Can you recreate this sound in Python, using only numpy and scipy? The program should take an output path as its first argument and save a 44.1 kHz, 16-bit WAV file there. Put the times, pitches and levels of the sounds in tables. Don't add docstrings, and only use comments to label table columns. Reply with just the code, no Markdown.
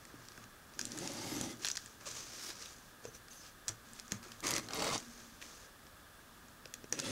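import sys
import numpy as np
from scipy import signal
from scipy.fft import rfft, irfft
from scipy.io import wavfile
from scipy.ndimage import uniform_filter1d

SR = 44100
rng = np.random.default_rng(int(sys.argv[2]) if len(sys.argv) > 2 else 0)


def pcm_store(signal):
    levels = np.round(np.clip(np.atleast_2d(signal), -1, 1) * 32767)
    wavfile.write(sys.argv[1], SR, levels.astype(np.int16).T)


def linear_from_db(decibels):
    return 10 ** (np.asarray(decibels, float) / 20)


N = 313551
GAIN_STEP = 64


def evened(x):
    return x / np.sqrt(np.mean(x ** 2) + 1e-20)


def read(points, hz):
    point_hz, value = np.transpose(points)
    return np.interp(np.log(hz + 1), np.log(point_hz + 1), value)


def add(mix, start_s, sound):
    part = mix[round(start_s * SR):][:len(sound)]
    part += sound[:len(part)]


def colour(x, points):
    hz = abs(np.fft.fftfreq(4096, 1 / SR))
    log_gain = np.log(linear_from_db(np.maximum(read(points, hz), -100)))
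    delay_phase = signal.hilbert(log_gain).imag
    taps = np.fft.ifft(np.exp(log_gain - 1j * delay_phase)).real[:2048]
    return signal.oaconvolve(x, taps / np.linalg.norm(taps))[:len(x)]


def resonate(x, hz, width):
    turn = np.exp(2j * np.pi * np.cumsum(hz * np.ones(len(x))) / SR)
    r = np.exp(-np.pi * width / SR)
    smoothed = signal.lfilter([1 - r], [1, -r], x / turn + 1e-18)
    return 2 * (turn * smoothed).real


def resonate_twice(x, hz, width):
    return resonate(resonate(x, hz, width), hz, width)


def body(x, modes):
    return evened(sum(linear_from_db(db) * resonate_twice(x, hz, 1.48 * width) for hz, width, db in modes))


def slips(per_s, spread_db, ring_ms, smooth):
    size = linear_from_db(spread_db * np.minimum(rng.exponential(1, N), 3))
    size = size * (rng.random(N) < per_s / SR)
    swelling = signal.lfilter([.1], [1, -.9], size)
    puffs = signal.lfilter([1], [1, -np.exp(-1000 / (SR * ring_ms))], swelling)
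    return (evened(puffs) + smooth) * rng.standard_normal(N)


def wander(count, span):
    once = uniform_filter1d(rng.standard_normal(count), span)
    return evened(uniform_filter1d(once, span))


def moving(drive, modes):
    rings = []
    for hz, width, db in modes:
        drifting_hz = hz * (1 + .025 * wander(len(drive), span=3000))
        flickering_db = db + 3.0 * wander(len(drive), span=900)
        rings.append((drifting_hz, width, flickering_db))
    return body(drive, rings)


def stroke_gain(rows, column):
    t, rows = np.arange(N) / SR, np.array(rows)
    db = np.full(N, -100.)
    inside = (t >= rows[0, 0]) & (t <= rows[-1, 0])
    db[inside] = np.interp(t[inside], rows[:, 0], rows[:, column])
    return linear_from_db(uniform_filter1d(db, 200))


def swell(peak_s, db, rise_s, fall_s):
    t = np.arange(0, N + GAIN_STEP, GAIN_STEP) / SR - peak_s
    return linear_from_db(db - 20 * np.maximum(-t / rise_s, t / fall_s))


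def swipe(start_s, length_s, first_db, last_db):
    touch_s, lift_s = 0.032, 0.062
    t = np.arange(0, N + GAIN_STEP, GAIN_STEP) / SR - start_s
    edge = np.maximum(np.maximum(-t / touch_s, (t - length_s) / lift_s), 0)
    slide_db = np.interp(t, [0, max(length_s, .01)], [first_db, last_db])
    return linear_from_db(slide_db - 20 * edge)


def together(gains):
    total = np.linalg.norm(gains, axis=0)
    return np.interp(np.arange(N) / GAIN_STEP, np.arange(gains.shape[1]), total)


# pitch_hz, level_db (per Hz)
ROOM_TONE = [(12, -45), (20, 0.0), (137, -4.5), (202, -5.0), (266, -5.5), (333, -8.0), (478, -10.5),
             (534, -9.5), (857, -12.0), (1670, -9.5), (2090, -18), (3640, -17.5), (5850, -19.5),
             (15500, -23.5), (17000, -29.0)]
# pitch_hz, width_hz, level_db
CAMERA_WHIRR = [(1237, 130, -2), (1643, 160, -2.5), (3458, 120, -10)]


def room_hum():
    air_db, whirr_db = -59, -66
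    hz = np.fft.rfftfreq(N, 1 / SR)
    air = irfft(rfft(rng.standard_normal(N)) * linear_from_db(read(ROOM_TONE, hz)), N)
    return linear_from_db(air_db) * evened(air) + linear_from_db(whirr_db) * body(rng.standard_normal(N), CAMERA_WHIRR)


# pitch_hz, time_to_fall_60_db_s
ROOM_DECAY = [(200, 0.39), (1500, 0.25), (8000, 0.19)]


def room_echo(x):
    taps = np.zeros(SR // 2)
    at = np.arange(150, SR // 2 - 20, 20)
    taps[at + rng.integers(0, 20, len(at))] = rng.choice([-1., 1.], len(at))
    hz, t, z = signal.stft(taps, SR, nperseg=128)
    fading = linear_from_db(-60 * t / read(ROOM_DECAY, hz)[:, None])
    tail = signal.istft(z * fading, SR, nperseg=128)[1]
    return signal.fftconvolve(x, tail / np.linalg.norm(tail))[:N]


# peak_s, level_db, rise_s, fall_s, upper_mode_db (against the low mode)
LEANS = [(.2, -54.5, 0.093, 0.09, -14), (.45, -61, 0.12, 0.068, -1), (.9, -60, 0.17, 0.6, 6),
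         (1.424, -52, 0.55, .2, 2), (2.15, -59, 0.31, 0.26, -12), (2.35, -80, 0.27, 1.5, 12.5),
         (3.08, -59, 0.096, 0.14, -7), (3.714, -63, 0.092, 0.26, -22), (3.934, -81.5, 0.29, 0.53, 20),
         (4.14, -54.5, 0.028, 0.24, -2), (4.592, -58, 0.35, 0.23, 4), (4.906, -54, 0.086, 0.16, 3),
         (5.1, -85.5, 0.33, 0.83, 22.5), (7.12, -50.5, 0.28, .1, 4), (6.6, -75, .7, .4, 5)]
# pitch_hz, width_hz
TABLE_MODES = [(112, 16.3), (235, 18.6)]


def table_top():
    shake = slips(per_s=30, spread_db=2.0, ring_ms=20, smooth=2.5)
    leans = np.array([swell(*row[:4]) for row in LEANS])
    upper_leans = leans * linear_from_db(np.array(LEANS)[:, 4:])
    gains = together(leans), together(upper_leans)
    return sum(gain * body(shake, [(hz, width, 0)]) for gain, (hz, width) in zip(gains, TABLE_MODES))


# start_s, peak_db, pitch_hz, time_to_fall_60_db_s
KNOCKS = [(0.141, -43, 292, 0.044), (0.382, -43, 203, 0.012), (0.814, -44, 244, 0.061),
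          (1.411, -33.5, 234, 0.082), (3.0526, -35.5, 476, 0.044), (4.262, -49.5, 359, 0.14),
          (3.697, -49, 108, 0.24), (4.1228, -34.5, 197, 0.066), (4.433, -50, 337, 0.17),
          (6.658, -43.5, 515, 0.024), (6.8426, -38, 392, 0.014), (6.925, -34.5, 488, 0.031)]


def knocks():
    out, t = np.zeros(N), np.arange(9000) / SR
    stretches = rng.uniform(0.85, 0.91, (len(KNOCKS), 3))
    for (start_s, db, hz, t60_s), stretch in zip(KNOCKS, stretches):
        ring = np.sin(2 * np.pi * hz * t) * linear_from_db(-60 * t / t60_s)
        for ratio, share in zip(stretch * [1.45, 2.2, 3.3], [.3, .25, .15]):
            ring += share * np.sin(2 * np.pi * hz * ratio * t) * linear_from_db(-60 * ratio * t / t60_s)
        add(out, start_s, linear_from_db(db) * ring * np.minimum(t / 0.00051, 1))
    return out


# start_s, length_s, first_db, last_db, cardboard_db (against rustle)
RUBS = [(0.0, 0.43, -70, -66, 2), (.222, .004, -67, -68, 2), (.25, .004, -66, -68, -20),
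        (0.753, .004, -63, -68, -20), (0.502, 0.3, -80, -73, 7), (.8, .08, -55, -58, -20),
        (1.625, 0.061, -48, -50, -9.5), (1.69, 0.03, -43, -52, -17), (1.767, 0.18, -56, -64, -22),
        (2.013, 0.041, -60, -65, 1.5), (2.064, 0.074, -49.5, -51, -8.5), (2.159, 0.077, -47.5, -49.5, -9),
        (2.269, 0.24, -53.5, -47.5, -8), (2.533, 0.094, -61, -51.5, -6), (2.637, 0.091, -55, -56, -11),
        (2.77, 0.15, -63.5, -68, -12), (3.048, 0.04, -57.5, -68, -1), (3.151, 0.021, -56.5, -66, -5.5),
        (3.317, 0.041, -59, -59, -23), (3.367, 0.11, -65, -56.5, -10), (3.692, 0.083, -51, -81, 0),
        (3.86, 0.067, -65, -66, -4), (3.955, 0.035, -59.5, -59, -8), (3.995, .03, -59, -68, -2),
        (4.05, 0.045, -64, -66, -7), (4.122, 0.053, -50, -62.5, -0.5), (4.235, 0.23, -57.5, -70, -1),
        (4.988, 0.096, -52.5, -61.5, -7), (5.104, 0.11, -58.5, -60, -7.5), (5.2, 0.19, -60, -66.5, -8),
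        (5.418, 0.24, -55, -61.5, -6)]
# peak_s, sheen_db, rise_s, fall_s
FAST_SWIPES = [
    (2.48, -58, 0.17, 0.042),
    (3.155, -64, .04, .04),
    (3.35, -62, .08, .1),
    (4.47, -60, 0.045, 0.16),
    (4.748, -58, 0.018, .05),
]
# time_s, pitch_hz
BRIGHT_PEAK = [(0, 5500), (2.2, 5930), (2.5, 5170), (2.75, 6050), (7.12, 6040)]
# pitch_hz, level_db (per Hz)
RUSTLE = [(1470, -26.5), (2500, -6), (4450, -3), (4810, -0.5), (6190, 0.5), (7820, -5), (10500, -11.5),
          (13600, -22), (22000, -120)]
# pitch_hz, level_db (per Hz)
SHEEN = [(7500, -40), (9000, -8), (12000, -12), (14500, -13), (16500, -12)]
# pitch_hz, level_db (per Hz)
SCUFF = [(180, -36.5), (300, 0), (337, 0.5), (895, -6.5), (1240, 2), (2600, -11.5), (3380, -31),
         (5720, -120)]


def rubbing():
    drive = slips(per_s=1300, spread_db=3.0, ring_ms=1.9, smooth=1.0)
    peak_hz = np.interp(np.arange(N) / SR, *np.transpose(BRIGHT_PEAK))
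    peak = evened(resonate(drive, peak_hz, 940))
    rustle = evened(evened(colour(drive, RUSTLE)) + 0.5 * peak)
    swipes = np.array([swipe(*row[:4]) for row in RUBS])
    rub_gain = together(swipes)
    scuff_gain = together(swipes * linear_from_db(np.array(RUBS)[:, 4:]))
    sheen_gain = linear_from_db(-77) * (rub_gain / linear_from_db(-55)) ** 0.6
    sheen_gain = sheen_gain + together(np.array([swell(*row) for row in FAST_SWIPES]))
    sheen = sheen_gain * evened(colour(drive, SHEEN))
    scuff = scuff_gain * evened(colour(drive, SCUFF))
    return rub_gain * rustle + sheen + scuff


# start_s, length_s, slip_rate_hz, level_db
SQUEAK = (2.064, .018, 580, -46)


def squeak():
    start_s, length_s, slip_hz, db = SQUEAK
    t = np.arange(round(length_s * SR)) / SR
    turns = slip_hz * t
    tone = np.sin(2 * np.pi * turns)
    tone += 1.2 * np.sin(4 * np.pi * turns + 1)
    tone += .3 * np.sin(6 * np.pi * turns)
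    hiss = colour(np.exp(-4 * (turns % 1)) * rng.standard_normal(len(t)), RUSTLE)
    judder = evened(tone) * np.hanning(len(t)) * 1.35 + evened(hiss)
    out = np.zeros(N)
    add(out, start_s, linear_from_db(db) * judder * signal.windows.tukey(len(t), .4))
    return out


# peak_s, peak_db, fade_ms, pitch_hz, width_hz
SINGS = [(1.02, -58, 50, 6200, 500), (1.2, -53.5, 80, 4800, 450), (1.2, -62, 55, 5740, 398),
         (1.285, -62, 35, 10800, 600), (1.34, -58, 57, 11400, 600), (1.33, -64, 80, 12700, 550),
         (1.32, -66, 100, 13900, 550), (1.32, -52, 50, 5140, 450), (1.371, -54, 60, 6170, 400),
         (1.441, -52, 43, 5970, 400), (1.6, -70, 44, 9500, 800), (1.52, -60, 41, 3400, 300),
         (1.73, -55, 30, 6000, 700), (2.07, -48, 11, 1200, 249), (2.07, -59, 14, 7500, 2000),
         (2.18, -58, 41, 6530, 700), (2.225, -58, 34, 6200, 600), (3.088, -54, 28, 457, 60),
         (3.085, -61, 37, 6200, 600), (3.155, -55.5, 28, 5960, 600), (3.32, -56.5, 20, 6270, 600),
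         (3.39, -58, 47, 6200, 500), (3.44, -64, 65, 5200, 700), (3.46, -63, 40, 3200, 2500),
         (4, -59, 9.4, 2200, 400), (4.945, -44, 27, 6140, 970), (7.045, -54, 35, 2700, 200),
         (6.985, -53, 25, 2630, 200), (7.04, -64, 54, 5970, 500), (7.09, -55, 51, 9200, 600)]


def singing():
    out, t = np.zeros(N), np.arange(-6000, 6000) / SR
    noises = rng.standard_normal((len(SINGS), len(t)))
    for (peak_s, db, fade_ms, hz, width), noise in zip(SINGS, noises):
        ring = evened(resonate_twice(noise, hz, width))
        add(out, peak_s + t[0], ring * linear_from_db(db - 20 * (1000 * t / fade_ms) ** 2))
    return out


# start_s, peak_db, pitch_hz, fizz_db, cardboard_db (last two against peak)
SNAPS = [(0.2857, -37, 5430, -22, -28), (0.3195, -43.5, 4180, -18, -28), (0.8132, -22.5, 5540, -26, -14),
         (0.8534, -25.5, 6650, -22, -30), (0.919, -28.5, 5600, -20, -28), (0.9874, -27, 7100, -24, -34),
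         (1.1188, -32, 5500, -20, -28), (1.135, -33.5, 10800, -8, -28), (1.3645, -32, 5890, -18, -28),
         (1.412, -22, 6250, -10, -18), (1.571, -44, 6400, -24, -28), (1.6475, -16.5, 5270, -20, -10.5),
         (1.6677, -22, 5400, -19, -18), (1.6855, -18, 5800, -19, -22), (1.701, -27, 5200, -20, -16),
         (1.701, -29, 4200, -26, -4), (1.715, -19, 6350, -23, -35), (1.7593, -31, 5250, -24, -19),
         (1.7705, -20.5, 5370, -21, -34), (2.036, -50, 11000, -4, -30), (2.764, -46, 6160, -18, -28),
         (3.6818, -17, 6560, -17, -18), (3.9338, -37, 8200, -9, -28), (3.9977, -28.5, 5870, -15, -24),
         (4.0801, -40, 6160, -26, -31), (4.4047, -34.5, 6060, -5, -28), (4.4702, -29, 8100, -4, -28),
         (4.538, -18, 5970, -15, -25), (4.558, -30, 6300, -16, -12), (4.746, -35, 11500, -6, -30),
         (4.979, -25.5, 5700, -24, -28), (6.9912, -23.5, 6430, -26, -24), (7.044, -38, 9150, -22, -30)]
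TICKS = [(0.052, -40.5, 6300, -24, -5.5), (0.3765, -43.5, 6060, -12, 3), (0.792, -23, 6000, -9.5, -7),
         (0.976, -30.5, 6270, -14, -10.5), (1.075, -26.5, 5900, -22, -11), (1.6535, -25.5, 5900, -8, -6),
         (1.6744, -27, 4800, -18, -3.5), (1.6873, -27, 5500, -14, -12), (1.774, -27, 5100, -22, -5.5),
         (1.8598, -35.5, 7150, -18, -9), (2.6233, -35, 5430, -20, -19), (3.0527, -36, 6100, -24, -12),
         (3.887, -45, 6070, -18, -14), (3.991, -40, 4500, -20, -5), (4.111, -41, 5500, -24, -22),
         (4.1198, -20, 6360, -12, -7.5), (4.129, -45, 6600, -26, -20), (4.45, -33, 6000, -18, -12),
         (4.468, -22.5, 6300, -10, -9), (4.4795, -26, 6200, -6, -15), (4.489, -24, 6030, -16, -11),
         (4.5072, -21.5, 6200, -4, -8), (4.5154, -26, 6300, -6, -8), (4.551, -38, 4780, -18, -4),
         (4.5636, -22, 6100, -18, -13), (4.581, -24, 5000, -6, -8), (4.6864, -31.5, 4230, -26, -8),
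         (4.7343, -27, 5170, -18, -6), (4.823, -32, 7500, -22, -22), (4.844, -28, 6800, -20, -6),
         (6.484, -46, 6040, -18, -9), (6.6559, -35.5, 4700, -16, -5.5), (6.7394, -29, 5500, -6, -9),
         (6.925, -17, 6400, -16, -11), (6.9992, -20.5, 6630, -21, -15)]
BRUSHES = [(0.44, -44, 5810, -18, -1.5), (0.7366, -48, 5070, -18, -8), (0.805, -37, 5800, -26, -12),
           (0.826, -39, 6000, -26, -13), (0.868, -38, 6500, -22, -24), (0.9, -49, 5300, -24, -16),
           (1.595, -45, 6500, -20, -10), (1.634, -40, 5925, -16, -1), (1.657, -30, 4400, -22, -11),
           (1.754, -34, 6000, -8, -2.5), (2.009, -44, 5500, -20, -11), (2.0878, -32.5, 6650, -24, -14),
           (2.113, -33.5, 5800, -24, -17), (2.1527, -40, 6720, -20, -1), (2.502, -43, 5440, -22, 3.5),
           (2.6579, -37, 3500, -24, -16), (3.042, -49, 6500, -24, -20), (3.2832, -44, 5300, -18, -5),
           (3.3079, -47, 6200, -22, -14), (3.6856, -27, 7000, -22, -16), (3.6906, -27, 6400, -20, -24),
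           (4.229, -44, 4480, -5, -3), (4.2474, -47, 4390, -20, -9), (4.283, -48, 6000, -14, -7),
           (4.3182, -38.5, 4950, -9, -4), (4.4422, -36, 5100, -20, -2), (4.67, -45, 6000, -24, -5),
           (4.7068, -34.5, 4650, -26, -2), (4.7942, -32, 4800, -14, -5), (4.8768, -31, 4500, -16, -7),
           (4.902, -35, 4500, -16, -5), (5.001, -40, 6860, -22, -5), (5.4153, -41, 3430, -22, -2),
           (5.4243, -36, 2330, -26, -14), (5.8667, -46.5, 4840, -20, -9), (6.674, -49, 5540, -22, -14),
           (6.752, -48, 5200, -24, -12), (6.8414, -43.5, 5500, -22, -0.5), (6.897, -50, 6500, -22, -20)]
CLICK_DECAYS = [0.65, 1.3, 2.1]
# pitch_hz, level_db (per Hz)
FILM = [(470, -43), (800, -19.5), (1820, -16.5), (2470, -16), (3300, 2.5), (4150, 1), (6380, 4.5),
        (9500, -19), (12500, -21), (16500, -32)]
# pitch_hz, level_db (per Hz)
FIZZ = [(7500, -42), (9000, -3), (11000, 11), (13500, -1), (17000, -3)]
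# pitch_hz, level_db (per Hz)
CARDBOARD = [(400, -19.5), (1000, -1.5), (1900, 5), (2600, 2.5), (4500, -20.5)]


def snaps():
    out, size, lead_s = np.zeros(N), 1500, .004
    film_delay_s, card_delay_s = 0.00019, 0.00073
    t = np.arange(size) / SR - lead_s
    kinds = zip((SNAPS, TICKS, BRUSHES), CLICK_DECAYS)
    rows = np.array([(*row, decay_ms) for table, decay_ms in kinds for row in table])
    noise = rng.standard_normal((len(rows), size))
    strain = .06 * np.exp(-abs(t) / .0011) + .5 * np.exp(-abs(t) / .0001)
    release = np.exp(-1000 * abs(t) / rows[:, 5:])
    release = release + .9 * np.exp(-abs(t) / .00015) + .06 * np.exp(-abs(t) / .0035)
    bursts = (np.sign(noise) + .5 * noise) * np.where(t < 0, strain, release)
    bursts += linear_from_db(-10) * np.roll(bursts, round(.0012 * SR), axis=1)
    click = signal.unit_impulse(size)
    parts = []
    for spectrum in (FILM, FIZZ, CARDBOARD):
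        parts.append(signal.fftconvolve(bursts, colour(click, spectrum)[None], axes=1)[:, :size])
    for (start_s, db, hz, fizz_db, card_db, _), burst, wide, fizz, card in zip(rows, bursts, *parts):
        film = 0.34 * evened(wide) + evened(resonate_twice(burst, hz, 2460))
        bright = film / abs(film).max() + linear_from_db(fizz_db) * fizz / abs(fizz).max()
        add(out, start_s + film_delay_s - lead_s, linear_from_db(db) * bright)
        add(out, start_s + card_delay_s - lead_s, linear_from_db(db + card_db) * card / abs(card).max())
    return out


# time_s, tearing_db, pressure_db
CUTS = [
    [(0.761, -77, -86), (0.806, -63, -83), (0.86, -58, -69), (1.025, -48.5, -53), (1.105, -50.5, -54),
     (1.419, -46, -50.5), (1.53, -53, -56.5), (1.56, -65, -73), (1.619, -72, -73)],
    [(4.425, -73, -61), (4.437, -44.5, -44.5), (4.477, -40.5, -41.5), (4.522, -43.5, -44.5),
     (4.567, -42.5, -41.5), (4.594, -44.5, -44), (4.608, -57, -63), (4.65, -56.5, -59), (4.682, -63, -62)],
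    [(4.682, -69, -56), (4.707, -64, -51), (4.737, -49.5, -45.5), (4.8, -42.5, -39.5), (4.85, -43.5, -36),
     (4.9, -44, -40.5), (4.951, -39, -40), (5.011, -70, -67), (5.041, -71, -73)],
    [(6.922, -57, -63), (6.935, -52, -48), (6.968, -55, -70), (6.98, -52, -48), (6.997, -42, -47),
     (7.013, -50, -72), (7.027, -51, -53), (7.056, -43.5, -47), (7.12, -47, -47.5)],
]
# pitch_hz, width_hz, level_db
BOX = [(291, 89, -5.5), (186, 85, -10), (530, 65, -12.5)]
# pitch_hz, width_hz, level_db
PANELS = [
    [(574, 55, 5), (835, 180, 9.5), (1220, 130, 4.5), (2090, 84, 6.5)],
    [(655, 620, -5), (1130, 230, 2.5), (2100, 350, 4.5)],
    [(450, 26, 8), (650, 150, 0), (812, 70, 1), (1100, 440, -7.5), (2130, 84, -4)],
    [(532, 105, 5), (1340, 120, -4), (1900, 80, -20)],
]
# pitch_hz, width_hz, level_db
BLADE = [
    [(3560, 110, 0), (4700, 510, -2), (5800, 1100, 3), (11400, 210, -16), (13600, 440, -10)],
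    [(4720, 430, -8), (6100, 360, 2)],
    [(3660, 160, 0), (4500, 270, -1), (5700, 150, -8), (7300, 200, -19)],
    [(2700, 190, -1), (3400, 320, -1), (5430, 150, 0), (6050, 250, 4)],
]
GRIT = [0.54, 0.73, 0.72, 0.7]
BOOM_DB = [-46, -48, -51, -48.5]
TOP_DB = [2, -1, -5.5, -4]
# pitch_hz, level_db (per Hz)
CRACKLE = [(880, -28.5), (1500, 9.5), (2240, 3), (4610, 3), (6110, 2), (8000, -2), (11000, -7),
           (14000, -16), (16500, -37)]


def blade():
    full_effort = linear_from_db(-44.5)
    jerky = evened(slips(per_s=1000, spread_db=3.5, ring_ms=1.24, smooth=0.68))
    even = rng.standard_normal(N)
    jerks = slips(per_s=90, spread_db=2.0, ring_ms=8, smooth=1.6)
    out, hollow = np.zeros(N), body(jerks, BOX)
    strokes = zip(CUTS, PANELS, BLADE, GRIT, BOOM_DB, TOP_DB)
    for rows, panels, rings, grit, boom_db, top_db in strokes:
        span = slice(round(rows[0][0] * SR) - 400, round(rows[-1][0] * SR) + 400)
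        drive = (grit * jerky + (1 - grit) * even)[span]
        torn = colour(colour(drive, CRACKLE), [(9000, 0), (15000, top_db)])
        crackle = evened(evened(torn) + .4 * moving(drive, rings))
        buzz = evened(moving(drive, panels) + 1.3 * evened(resonate(drive, 1100, 940)))
        tear, press = stroke_gain(rows, column=1)[span], stroke_gain(rows, column=2)[span]
        boom = linear_from_db(boom_db) * (tear / full_effort) ** 0.18 * (press / full_effort) ** 0.26
        out[span] += tear * crackle + press * buzz + boom * hollow[span]
    return out


def scene():
    hits = snaps() + knocks() + squeak()
    strokes = blade() + rubbing() + singing()
    echo = linear_from_db(-14.0) * room_echo(hits) + linear_from_db(-18.0) * room_echo(strokes)
    mono = hits + strokes + echo + table_top() + room_hum()
    return np.array([mono, mono])


def low_pass(x):
    return signal.sosfilt(signal.butter(12, 16630, fs=SR, output="sos"), x)


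# pitch_hz, level_db
BAND_EDGE = [(15750, 0), (15850, -40), (17000, -46)]


def record(dry):
    rounded = .16 * np.tanh(dry / .16)
    edge = linear_from_db(read(BAND_EDGE, np.fft.rfftfreq(N, 1 / SR)))
    finished = irfft(rfft(rounded) * edge, N)
    return low_pass(finished)


dry = scene()
out = record(dry)
pcm_store(out)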